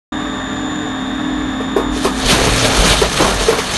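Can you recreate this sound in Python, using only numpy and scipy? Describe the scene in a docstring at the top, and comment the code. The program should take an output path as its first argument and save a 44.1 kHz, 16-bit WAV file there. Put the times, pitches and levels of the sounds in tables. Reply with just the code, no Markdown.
"""After a moment of silence a twin-shaft shredder cuts in, running empty: wavering sines make the motor hum, one
of them beating, and the drive whine, and filtered grains make the gearbox churn. Then it bites into a tire.
Hooks knock on the rubber as ringing modes and bursts of coloured grains. Dense grains tear in waves, joined by
dragged rubber and a rough groan, while a low wavering tone rumbles in the frame under the load.
Churn, tearing, dragging and knocks ring briefly in the steel hopper; the sound stops with the machine at work."""
import sys
import numpy as np
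from scipy import signal
from scipy.fft import rfft, irfft, next_fast_len
from scipy.io import wavfile

SR = 44100
rng = np.random.default_rng(int(sys.argv[2]) if len(sys.argv) > 2 else 0)


def wrap_up_sound(samples):
    """Save the sound to the file named by the first command line argument, as 16-bit audio."""
    columns = np.atleast_2d(samples).T
    # keep every value between -1 and 1, then stretch to whole-number steps
    tamed = np.clip(columns, -1, 1)
    steps = np.round(tamed * 32767).astype(np.int16)
    wavfile.write(sys.argv[1], SR, steps)


N = 166257  # length in samples
HOPPER_DB = -8  # reflections against direct sound, for churn, tearing and dragging


def amp(db):
    """Decibels to gain."""
    return 10 ** (np.asarray(db) / 20)


def unit(x):
    """Scales to rms 1."""
    return x / np.sqrt(np.mean(x ** 2) + 1e-20)


def curve(points):
    """A table of (seconds, value), read at every sample."""
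    return np.interp(np.arange(N) / SR, *np.transpose(points))


def effort(points, rise_s):
    """Gain of a layer that fades in up to the first point of its dB curve."""
    return amp(curve(points)) * np.clip((np.arange(N) / SR - points[0][0]) / rise_s + 1, 0, 1)


def read(points, hz):
    """A table of (Hz, value), read on a log-frequency axis."""
    f, value = np.transpose(points)
    return np.interp(np.log(hz + 1), np.log(f + 1), value)


def colour(x, points):
    """Causal, minimum-phase filter with the given spectrum."""
    size = 2 * next_fast_len(N)
    log_gain = np.log(amp(read(points, abs(np.fft.fftfreq(size, 1 / SR)))))
    kernel = np.fft.ifft(np.exp(np.conj(signal.hilbert(log_gain)))).real[:4096]
    return signal.oaconvolve(x, kernel)[:N]


def wander(rate_hz):
    """Smooth chance of rms 1 that falls off steeply above the given rate."""
    points, points_per_s = 2048, 500
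    f = np.fft.rfftfreq(points, 1 / points_per_s)
    lowpass = (f > 0) / (1 + (f / rate_hz) ** 4)
    slow = irfft(rfft(rng.standard_normal(points)) * lowpass)
    return unit(np.interp(np.arange(N) / SR, np.arange(points) / points_per_s, slow))


def tone(hz, db, waver_db, drift_hz, rate_hz):
    """A sine that wavers in level around the given rms and drifts in pitch."""
    turns = np.cumsum(hz + drift_hz * wander(rate_hz)) / SR + rng.random()
    return np.sqrt(2) * amp(db + waver_db * wander(rate_hz)) * np.sin(2 * np.pi * turns)


def grains(per_s, spread_db, hiss):
    """Random clicks, their size spread in dB, over a bed of countless tiny ones."""
    size = amp(spread_db * np.minimum(rng.exponential(1, N), 4)) * rng.choice([-1, 1], N)
    clicks = unit(size * (rng.random(N) < per_s / SR))
    return unit(clicks + hiss * rng.standard_normal(N))


def hopper(x, wet_db):
    """Adds the dense reflections of the steel walls, roughly keeping the power."""
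    # Reverberation of the hopper. Each row: frequency in Hz, t60 in seconds
    decay = [(100, 0.23), (500, 0.44), (3000, 0.17), (11000, 0.26)]
    # half a second of reflections, about 3000 a second
    taps = rng.choice([-1., 1.], SR // 2) * (rng.random(SR // 2) < 3000 / SR)
    hz, t, z = signal.stft(taps, SR, nperseg=256)
    tail = signal.istft(z * amp(-60 * t / read(decay, hz)[:, None]), SR, nperseg=256)[1]
    wet = signal.oaconvolve(x, tail / np.linalg.norm(tail))[:N]
    return (x + amp(wet_db) * wet) / np.sqrt(1 + amp(wet_db) ** 2)


def gearbox():
    """Many small tooth contacts merge into a fluttering churn."""
    # Level of the churn as the shafts turn. Each row: time in seconds, relative level in dB
    churn_level = [(.12, 0.5), (.9, -0.1), (1.4, 0.5), (2.1, -0.5), (3.77, -1.5)]
    # Colour of the churn. Each row: frequency in Hz, relative level in dB per Hz
    churn_colour = [(20, -38), (33, -36), (50, -3.5), (62, -12.5), (82, -11), (100, -9.5), (147, -12.5),
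                    (170, -9), (200, -6.5), (290, -6.5), (345, -13.5), (420, -15.5), (520, -16),
                    (700, -12.5), (1000, -13.5), (1120, -12.5), (1350, -17.5), (1750, -13.5), (2150, -23),
                    (2900, -26.5), (3600, -25.5), (4000, -31), (5000, -38), (6500, -37.5), (7030, -29),
                    (7600, -44), (9500, -46.5), (11800, -48)]
    flutter = amp(0.15 * wander(rate_hz=140))
    contacts = grains(per_s=2500, spread_db=2.6, hiss=1.0) * flutter
    churn = unit(colour(hopper(contacts, HOPPER_DB), churn_colour))
    return amp(-25 + curve(churn_level)) * churn


def motors():
    """Steady motor tones, one swelling slowly as the two motors slip past each other, under fuzzier gear tones."""
    # Motor tones. Each row: pitch in Hz, level in dB before the hum curve
    hum = [(224.8, -35.5), (261.3, -25)]
    # The hum fades as the load comes on.
    # Each row: time in seconds, then relative level in dB of the steady tones and of the beating tone
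    hum_level = np.array([(.12, -3, -1.5), (.8, -1.2, -1.5), (1.1, 1, -1), (1.4, .5, .3), (1.7, 2, -1),
                          (2.0, 1.5, -1.5), (2.45, -.5, -8), (2.7, -3, -13), (3.1, -12, -22),
                          (3.77, -20, -30)])
    # Tones of the gear stages. Each row: pitch in Hz, level in dB before the trim
    gear_tones = [(598, -44), (680, -45), (750, -44.5), (1094, -44), (1108, -45), (1239, -46),
                  (1658, -43.5), (1725, -46), (1798, -42.5)]
    # Tones of the turning shafts. Each row: pitch in Hz, level in dB before the trim
    shaft_tones = [(148.5, -45), (368, -47), (418, -44), (437, -42), (1383, -45)]
    # The strongest gear tone, which comes and goes. Each row: time in seconds, level in dB
    mesh_level = [(.12, -34), (.6, -38), (1.1, -48), (1.75, -37), (2.4, -43)]
    hum_waver_db, gear_waver_db, gear_drift_hz = 0.5, 3.5, 1.5
    gear_trim_db, shaft_trim_db = -1, -0.5
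    steady_level, beating_level = curve(hum_level[:, [0, 1]]), curve(hum_level[:, [0, 2]])
    low = sum(tone(hz, db + steady_level, hum_waver_db, drift_hz=0.72, rate_hz=4.9) for hz, db in hum)

    beat_period_s, beat_dip_s, beat_depth = 0.61, 0.42, 0.62  # weakest at the dip and every period after
    beat_turns = (np.arange(N) / SR - beat_dip_s) / beat_period_s
    beat = abs(1 - beat_depth * np.exp(2j * np.pi * beat_turns))
    pair = beat * tone(301, -27.2 + beating_level, hum_waver_db, drift_hz=0.42, rate_hz=11.5)

    gears = sum(tone(hz, db + gear_trim_db, gear_waver_db, gear_drift_hz, rate_hz=3.5)
                for hz, db in gear_tones)
    shafts = sum(tone(hz, db + shaft_trim_db, gear_waver_db, gear_drift_hz, rate_hz=8.1)
                 for hz, db in shaft_tones)
    mesh = tone(1175, curve(mesh_level), hum_waver_db, gear_drift_hz, rate_hz=5)
    return low + pair + gears + mesh + shafts


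def drive():
    """A cluster of clean switching tones and, about an octave up, one that ripples with the motor current."""
    # Switching tones of the motor drives. Each row: pitch in Hz, level in dB before trim and curve
    whine = [(3251, -48.6), (3326, -49.7), (3450, -44), (3465.7, -46), (3535, -44), (3550, -41.4),
             (3604.8, -45.6), (3650, -52), (3674.4, -36.6), (3749.6, -50)]
    # The lower whine thins out under load. Each row: time in seconds, relative level in dB
    lower_level = [(.12, 0), (.7, 0.5), (1.9, 0), (2.3, -3), (3.77, -5)]
    # Level of the upper whine. Each row: time in seconds, relative level in dB
    upper_level = [(.12, -3), (.75, 3.5), (1.14, -7), (1.3, -3), (1.7, -4), (1.9, -1.5), (3.77, -11)]
    whine_trim_db = -0.5
    cluster = sum(tone(hz, db + whine_trim_db, waver_db=1, drift_hz=0.54, rate_hz=2.5) for hz, db in whine)

    upper_hz, upper_db = 7001, -41
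    ripple_hz, ripple_depth, ripple_rad_turns = 69.7, 0.35, 0.1  # the last is phase swing in turns
    t = np.arange(N) / SR
    ripple = np.cos(2 * np.pi * ripple_hz * t)
    upper = (1 + ripple_depth * ripple) * np.sin(2 * np.pi * (upper_hz * t + ripple_rad_turns * ripple))
    return cluster * amp(curve(lower_level)) + np.sqrt(2) * amp(upper_db + curve(upper_level)) * upper


def frame():
    """The frame shudders with the load on the shafts: a low tone, unsteady in level and pitch."""
    # The rumble heaves with each bite. Each row: time in seconds, level in dB
    load = [(.12, -38), (1.2, -39), (1.37, -31.5), (1.68, -46), (1.92, -25), (2.03, -40), (2.13, -26.5),
            (2.21, -33), (2.26, -20), (2.3, -26), (2.345, -18.5), (2.385, -27), (2.42, -22), (2.56, -23),
            (2.61, -36), (2.72, -35), (2.79, -12.5), (2.86, -24), (2.915, -15), (3.0, -22), (3.09, -26),
            (3.17, -32), (3.3, -25.5), (3.47, -23), (3.58, -37), (3.77, -29)]
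    return tone(52, curve(load), waver_db=2.2, drift_hz=5, rate_hz=36)


def dragging():
    """The carcass sticks and slips between the cutters with a dull crunch and a rough groan that shifts in pitch."""
    # Rubber dragged between the cutters. Each row: time in seconds, level in dB before the trim
    drag = [(2.22, -27), (2.31, -19.5), (2.45, -17.5), (2.56, -24.5), (2.66, -17.5), (2.73, -21),
            (2.79, -20), (2.93, -19.5), (2.99, -26), (3.04, -16.5), (3.11, -31), (3.22, -18.5), (3.36, -24),
            (3.52, -21.5), (3.63, -38), (3.77, -27.5)]
    # Colour of the dragged rubber. Each row: frequency in Hz, relative level in dB per Hz
    rubber = [(50, -7.5), (85, -11), (118, -17), (150, -15), (185, 5), (215, -19), (300, -7), (440, 0.5),
              (520, -2.5), (610, -0.5), (720, -5.5), (1300, -11), (2200, -12), (5000, -34)]
    # Low groan while the carcass is squeezed. 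Each row: time in seconds, relative level in dB, pitch in Hz
    squeeze = np.array([(2.25, -32, 130), (2.37, -22.5, 121.3), (2.52, -23.5, 116.8), (2.67, -23, 111.6),
                        (2.74, -28, 125.9), (2.84, -27, 143.2), (3.1, -29, 146.2), (3.361, -32, 105),
                        (3.77, -54, 98)])
    # Colour of the noise in the groan. Each row: frequency in Hz, relative level in dB per Hz
    groan_colour = [(35, -42), (60, -7), (85, 0), (116, 8), (150, 1), (185, 1), (215, -24), (260, -2),
                    (600, -46)]
    rubber_trim_db, groan_tone_db, groan_noise_db = 1, -1.5, -4.5
    lurch = amp(-0.5 * wander(rate_hz=48))
    slips = hopper(grains(per_s=260, spread_db=0, hiss=0.77) * lurch, HOPPER_DB)
    rub = amp(rubber_trim_db) * effort(drag, rise_s=0.071) * unit(colour(slips, rubber))

    judder = tone(curve(squeeze[:, [0, 2]]), groan_tone_db, waver_db=2.5, drift_hz=13, rate_hz=45)
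    crunch = amp(groan_noise_db) * unit(colour(grains(per_s=210, spread_db=1.5, hiss=0.46), groan_colour))
    groan = effort(squeeze[:, :2], rise_s=0.1) * (judder + crunch)
    return rub + groan


def patchy(x):
    """Lets each band swell and sink on its own."""
    # Borders between the bands, in Hz
    edges_hz = [900, 1600, 2800, 4800, 7500]
    spectrum = rfft(x)
    band = np.searchsorted(edges_hz, np.fft.rfftfreq(N, 1 / SR))
    return sum(irfft(spectrum * (band == k), N) * amp(1.23 * wander(rate_hz=22))
               for k in range(len(edges_hz) + 1))


def tearing():
    """Cords and rubber snap in dense waves of shifting colour."""
    # Tearing effort. Each row: time in seconds, level in dB before the trim
    tear = [(1.945, -36), (1.975, -29.5), (2.01, -33), (2.045, -27), (2.09, -39), (2.14, -35),
            (2.186, -28.5), (2.22, -28), (2.268, -22.5), (2.305, -15.5), (2.345, -18.5), (2.39, -22.5),
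            (2.46, -21.5), (2.52, -23), (2.58, -20), (2.645, -18), (2.69, -22.5), (2.74, -22.5),
            (2.785, -17.5), (2.83, -19), (2.9, -16), (2.96, -21.5), (3.02, -21.5), (3.095, -28),
            (3.125, -22), (3.15, -24), (3.205, -19), (3.29, -22.5), (3.38, -26), (3.47, -23), (3.53, -28.5),
            (3.58, -25.5), (3.63, -30), (3.7, -24.5), (3.77, -23)]
    # Colour of the tearing. Each row: frequency in Hz, relative level in dB per Hz
    rip = [(300, 1.5), (700, -4.5), (1400, 2.5), (2000, 0), (2700, 0.5), (3300, 1.5), (3800, 2.5),
           (4500, 0.5), (4950, -3), (6500, -1.5), (7400, -7), (9300, -6.5), (10200, -11), (11500, -13)]
    rip_trim_db = 4.5
    flutter = amp(1.2 * wander(rate_hz=90))
    snaps = grains(per_s=2500, spread_db=0.5, hiss=0.76) * flutter
    ripping = unit(patchy(colour(hopper(snaps, HOPPER_DB), rip)))
    return amp(rip_trim_db) * effort(tear, rise_s=0.053) * ripping


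def knocks():
    """Each hook that snaps free gives a hollow thump, roughened by the shifting grip, a clatter and a bright crack."""
    # Hooks knocking on the tire. Each row: start in seconds, relative thump level in dB, thump pitch in Hz,
    # thump t60 in seconds, relative clatter level in dB, relative crack level in dB
    hits = [(1.604, -23, 430, .06, -21, -38), (1.763, -7, 385, .032, -11, -27),
            (1.779, -14, 460, .04, -26, -42), (1.796, -14, 400, .03, -19, -42),
            (1.963, -25, 431, .06, -25, -33), (2.047, -10, 700, .022, -7, -13.5),
            (2.053, -12, 400, .04, -22, -32), (2.064, -25, 820, .04, -23, -24),
            (2.296, -24, 450, .05, -11, -10), (2.327, -17, 258, .08, -13, -14),
            (2.385, -21, 428, .06, -18, -24), (2.468, -25, 430, .055, -12, -14),
            (2.645, -23, 603, .09, -14, -13), (2.838, -20, 182, .11, -11, -18),
            (2.915, -27, 588, .1, -13, -8), (3.016, -16, 435, .09, -8, -15),
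            (3.203, -12, 305, .06, -7, -18), (3.218, -14, 415, .04, -14, -28),
            (3.245, -20, 440, .04, -13, -30), (3.279, -19, 380, .06, -13, -18),
            (3.408, -25, 448, .06, -15, -21), (3.484, -8, 456.6, .075, -16, -11),
            (3.504, -22, 560, .04, -20, -20), (3.525, -17, 465, .07, -8.5, -22),
            (3.585, -21, 441, .07, -18, -12)]
    # Modes of the struck carcass. Each row: multiple of the thump pitch, relative level in dB
    carcass = [(1, 6), (1.24, -6), (2.2, -28)]
    # Colour of the clatter. Each row: frequency in Hz, relative level in dB per Hz
    clatter_colour = [(100, -15), (280, -11), (430, -5), (620, -8), (900, -5), (1300, -9), (2200, -23),
                      (5000, -40)]
    # Colour of the crack. Each row: frequency in Hz, relative level in dB per Hz
    crack_colour = [(300, -27.5), (800, 12.5), (1700, 9.5), (4200, 2), (6500, -4), (8000, -9.5),
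                    (11500, -9)]
    thump_rise_s, noise_rise_s, clatter_t60_s, crack_t60_s = 0.003, 0.002, 0.1, 0.11
    wobble, rough_db, rough_hz = 0.05, 2, 110  # wobble is a share of the pitch
    thump_room_db, noise_room_db = -13, -1.5
    thumps, clatter, crack = np.zeros((3, N))
    strain, grip = wander(rough_hz), wander(rough_hz)
    for s, thump_db, hz, t60, clatter_db, crack_db in hits:
        start = round(s * SR)
        span = slice(start, min(start + SR // 2, N))
        t = np.arange(span.stop - span.start) / SR
        fall = np.log(1000) * t  # divided by a t60, the exponent of a 60 dB decay
        turns = hz * np.cumsum(1 + wobble * strain[span]) / SR
        modes = sum(amp(db) * np.sin(2 * np.pi * ratio * turns) for ratio, db in carcass)
        ring = amp(rough_db * grip[span]) * modes
        thumps[span] += amp(thump_db) * (1 - np.exp(-t / thump_rise_s)) * np.exp(-fall / t60) * ring
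        rise = np.minimum(t / noise_rise_s, 1)
        clatter[span] += amp(clatter_db) * rise * np.exp(-fall / clatter_t60_s)
        crack[span] += amp(crack_db) * rise * np.exp(-fall / crack_t60_s)
    rattle = grains(per_s=1500, spread_db=3.0, hiss=1.0)
    noisy = clatter * unit(colour(rattle, clatter_colour)) + crack * unit(colour(rattle, crack_colour))
    return hopper(2 * thumps, thump_room_db) + hopper(noisy, noise_room_db)


def scene():
    """The running machine and the tire in its cutters."""
    machine = gearbox() + motors() + drive() + frame()
    tire = dragging() + tearing() + knocks()
    return (machine + tire)[None]


def record(dry):
    """The sound cuts in, peaks are rounded off, and the treble is cut."""
    start_s, fade_s, ceiling, edge_hz = 0.12, 0.0049, 0.92, 11850
    x = dry * np.clip((np.arange(N) / SR - start_s) / fade_s, 0, 1)
    x = x / (1 + (x / ceiling) ** 6) ** (1 / 6)
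    lowpass = signal.firwin(301, edge_hz, window=("kaiser", 8), fs=SR)
    return signal.oaconvolve(x, lowpass[None], "same")


dry = scene()
out = record(dry)
wrap_up_sound(out)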